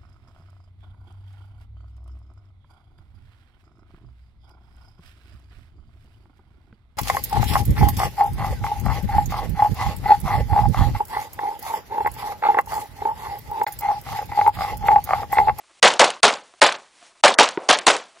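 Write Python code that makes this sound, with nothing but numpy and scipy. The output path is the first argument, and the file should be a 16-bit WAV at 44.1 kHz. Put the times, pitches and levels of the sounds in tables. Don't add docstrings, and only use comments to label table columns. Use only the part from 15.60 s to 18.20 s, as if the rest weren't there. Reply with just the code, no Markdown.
import sys
import numpy as np
from scipy import signal
from scipy.fft import rfft, irfft
from scipy.io import wavfile
from scipy.ndimage import uniform_filter1d

SR = 44100
rng = np.random.default_rng(int(sys.argv[2]) if len(sys.argv) > 2 else 0)


def volts_from_db(level):
    exponent = np.asarray(level, float) / 20
    return 10 ** exponent


def bounce(signal):
    frames = np.transpose(np.atleast_2d(signal))
    limited = np.clip(frames, -1, 1)
    pcm = np.round(limited * 32767).astype(np.int16)
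    wavfile.write(sys.argv[1], SR, pcm)


N = 114660


def unit(x):
    return x / np.sqrt(np.mean(x ** 2))


def along(table, hz):
    table_hz, values = np.array(table).T
    return np.interp(np.log(np.maximum(hz, 1)), np.log(table_hz), values)


def colour(x, spectrum):
    cepstrum = irfft(along(spectrum, np.arange(1025) * SR / 2048) * np.log(10) / 20)
    cepstrum[1:1024] *= 2
    cepstrum[1025:] = 0
    impulse = irfft(np.exp(rfft(cepstrum)))[:1024]
    return signal.fftconvolve(x, impulse)[:len(x)]


def band(x, hz, width_hz):
    return signal.lfilter(*signal.iirpeak(hz, hz / width_hz, fs=SR), x)


def noise_band(size, hz, width_hz):
    return unit(band(rng.standard_normal(size), hz, width_hz))


def sparks(rate_hz, scatter_db, size):
    chance, sign, strength = rng.random((3, size))
    clicks = (chance < rate_hz / SR) * np.sign(sign - .5)
    return unit(clicks * volts_from_db(-scatter_db * np.log(strength + 1e-9)))


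def walk(rate_hz, size):
    hold = int(SR / rate_hz)
    levels = np.repeat(rng.standard_normal(size // hold + 1), hold)
    return unit(uniform_filter1d(levels, hold)[:size])


def add(out, x, s):
    i = int(s * SR)
    out[i:i + len(x)] += x[:N - i]


# f/Hz, level/dB per Hz
SWARM_SPECTRUM = [(35, -39), (60, -32), (355, -8), (544, 1), (853, 2), (2050, -7), (3360, -8), (7410, -19),
                  (10000, -32), (13000, -50), (22000, -120)]


def muzzle_blast(t):
    length_s = .0011
    pulse = colour((1 - 2 * t / length_s) * (t < length_s), SWARM_SPECTRUM)[:200]
    return volts_from_db(-13.5) * np.pad(unit(pulse), (0, len(t) - 200))


# f/Hz, t60/s
SWARM_FADE = [(100, 0.37), (400, 0.25), (1000, 0.26), (3000, 0.24), (9000, 0.28)]


def reflection_swarm(t, hold_s):
    raw = unit(colour(sparks(6000, 1.8, len(t)), SWARM_SPECTRUM))
    spectrum = rfft(raw)
    hz = np.arange(len(t) // 2 + 1) * SR / len(t)
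    sag_db = -133.5 * np.minimum(t, hold_s)
    swarm = 0
    for centre_hz in 62.5 * 2. ** np.arange(9):
        share = np.clip(1 - abs(np.log2(np.maximum(hz, 62.5) / centre_hz)), 0, 1)
        fade_db = -60 * np.maximum(t - hold_s, 0) / along(SWARM_FADE, centre_hz)
        lumps_db = 3 * walk(149.5, len(t))
        swarm = swarm + irfft(spectrum * share, len(t)) * volts_from_db(sag_db + fade_db + lumps_db)
    return volts_from_db(-3) * swarm


def burst(t, start_s, db, t60_s):
    return (t >= start_s) * volts_from_db(db - 60 * np.maximum(t - start_s, 0) / t60_s)


# delay/s, level/dB
CRACKS = [
    (0, 0),
    (.0105, -5),
    (.0205, -6.5),
]


def cracks_and_slap(t, slap_s, wall_s, slap_db):
    envelope = burst(t, slap_s, slap_db, .015) + burst(t, wall_s, -9.5, .05)
    for delay_s, db in CRACKS:
        envelope = envelope + burst(t, delay_s, db, .022)
    return envelope * noise_band(len(t), 2800, 4000)


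def late_wash(t):
    return noise_band(len(t), 920, 1300) * volts_from_db(-36 - 60 * t / .73)


# level/dB, swarm hold/s, slap level/dB
SHOT_LEVELS = [
    (-3, .04, -15.5),
    (-4, 0.033, -13.5),
    (-3.5, 0.02, -16),
    (-3.5, 0.028, -14.5),
    (-3.5, 0.019, -14.5),
    (-3.5, 0.017, -15),
    (-5, 0.016, -10),
    (-4, 0.016, -14.5),
]
# t/s, berm slap delay/s, side wall echo delay/s
SHOT_TIMES = [
    (.2279, .1098, .05),
    (.3946, .1085, .048),
    (.6314, .107, .048),
    (1.0168, .1065, .046),
    (1.6374, .1035, .0425),
    (1.7868, .102, .042),
    (2.0892, .0985, .039),
    (2.2673, .0985, .038),
]


def near_shots():
    out = np.zeros(N)
    t = np.arange(SR // 2) / SR
    for (s, slap_s, wall_s), (db, hold_s, slap_db) in zip(SHOT_TIMES, SHOT_LEVELS):
        shot = muzzle_blast(t) + reflection_swarm(t, hold_s)
        shot = shot + cracks_and_slap(t, slap_s, wall_s, slap_db) + late_wash(t)
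        add(out, volts_from_db(db) * shot, s)
    return out


# f/Hz, level/dB, t60/s
FAR_RING = [
    (385, 0, .15),
    (950, -8, .05),
    (1400, -4, .012),
    (1900, -5, .008),
]


def far_shot():
    t = np.arange(SR // 2) / SR
    ring = sum(-volts_from_db(db - 60 * t / t60_s) * np.sin(2 * np.pi * hz * t) for hz, db, t60_s in FAR_RING)
    ring = ring * np.exp(-np.maximum(t - .0058, 0) / .002)
    ring = ring * np.minimum(t / .0002, 1)
    roll = unit(band(band(sparks(1000, 1, len(t)), 730, 700), 520, 600))
    roll = roll * np.minimum(t / .0027, 1)
    return volts_from_db(-14) * ring + roll * volts_from_db(-33 - 60 * t / .9 + 2.5 * walk(60, len(t)))


# f/Hz, width/Hz, level/dB
GRAVEL = [(380, 46, -10.5), (686, 40, -2.5), (1030, 350, -11)]
# t/s, length/s, level/dB
SCUFFS = [(0, 0.025, -63.5), (0.029, .025, -56), (0.085, 0.044, -52.5), (0.877, 0.033, -60.5),
          (0.92, 0.043, -55), (0.991, .015, -61), (1.405, 0.047, -50), (1.486, 0.061, -54),
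          (1.537, 0.054, -50.5), (1.579, 0.03, -61.5), (2.534, 0.057, -53)]


def boots():
    t = np.arange(N) / SR
    grit = sparks(860, 4.3, N)
    grit = unit(sum(volts_from_db(db) * band(grit, hz, width_hz) for hz, width_hz, db in GRAVEL))
    swells = 0
    for s, length_s, db in SCUFFS:
        swells = swells + volts_from_db(db) * np.sin(np.pi * np.clip((t - s) / length_s, 0, 1)) ** 2.1
    return grit * swells


# f/Hz, level/dB per Hz
HISS_SPECTRUM = [(24, -38), (40, -3.5), (143, -19.5), (948, -10), (1610, -12), (1850, -12.5), (2030, -9.5),
                 (10000, -16.5), (13000, -57.5), (22000, -120)]


def hiss():
    return volts_from_db(-58 + 2.8 * walk(12, N)) * unit(colour(sparks(9000, 1, N), HISS_SPECTRUM))


def scene():
    out = near_shots()
    add(out, far_shot(), 1.9743)
    out = out + boots() + hiss()
    return np.array([out, out])


def smear():
    t = np.arange(N) / SR
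    rise = 0
    for s, *_ in SHOT_TIMES:
        rise = rise + (t > s - .006) * (t < s) * volts_from_db(-18 - 5500 * abs(s - t))
    return rise * noise_band(N, 2500, 7500)


BLANK_LEADS = [
    .028,
    .009,
    .026,
    .016,
    .026,
    .034,
    .011,
    .011,
]


def coarse_blocks(x, size=128):
    n, k = np.arange(2 * size)[:, None], np.arange(size)
    window = np.sin(np.pi * (n + .5) / (2 * size))
    basis = window * np.cos(np.pi / size * (n + .5 + size / 2) * (k + .5)) * np.sqrt(2 / size)
    rows = np.pad(x, (size, 2 * size - N % size)).reshape(-1, size)
    c = np.hstack([rows[:-1], rows[1:]]) @ basis
    t, hz = np.arange(len(c)) * size / SR, k / size * SR / 2
    loud = np.sqrt(uniform_filter1d(np.mean(c ** 2, 1), size=3) + 1e-12)
    busy = (loud[:, None] > volts_from_db(-52)) & (loud[:, None] < volts_from_db(-9))

    blank = volts_from_db(-14)
    for (s, *_), lead_s in zip(SHOT_TIMES, BLANK_LEADS):
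        loud = np.where((t > s - lead_s) & (t < s), np.maximum(loud, blank), loud)
    blanked = (loud == blank)[:, None] & (hz > 2000)

    patch = rng.standard_normal((len(c) // 2 + 1, 16)).repeat(2, 0).repeat(size // 16, 1)[:len(c)]
    together = rng.standard_normal((len(c) // 6 + 1, 1)).repeat(6, 0)[:len(c)]
    holes = (unit(patch + .7 * together) > .8) & (hz > 4800) & busy

    step = loud[:, None] * volts_from_db(-14)
    audible = abs(c) > .65 * step
    y = (np.round(c / step) * step * audible * ~holes * ~blanked) @ basis.T
    return (y[1:, :size] + y[:-1, size:]).ravel()[:N]


def low_pass(x):
    return signal.sosfilt(signal.butter(12, 14000, fs=SR, output="sos"), x)


def record(dry):
    bass_cut = signal.butter(2, 130.6, "high", fs=SR, output="sos")
    x = signal.sosfilt(bass_cut, dry[0])
    x = coarse_blocks(np.clip(x, -.82, .82)) + smear()
    x = signal.sosfilt(bass_cut, x) + volts_from_db(-82) * noise_band(N, 50, 71)
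    top_cut = signal.ellip(10, .2, 60, 10150, fs=SR, output="sos")
    x = signal.sosfilt(top_cut, np.clip(x, -.84, .84))
    mirror_band = signal.ellip(6, .5, 60, (11100, 14000), "band", fs=SR, output="sos")
    x = x + volts_from_db(-37.5) * signal.sosfilt(mirror_band, x * (-1) ** np.arange(N))
    side = volts_from_db(-38.5) * band(x * rng.standard_normal(N), 1800, 1500)
    return low_pass(np.array([x + side, x - side]))


dry = scene()
out = record(dry)
bounce(out)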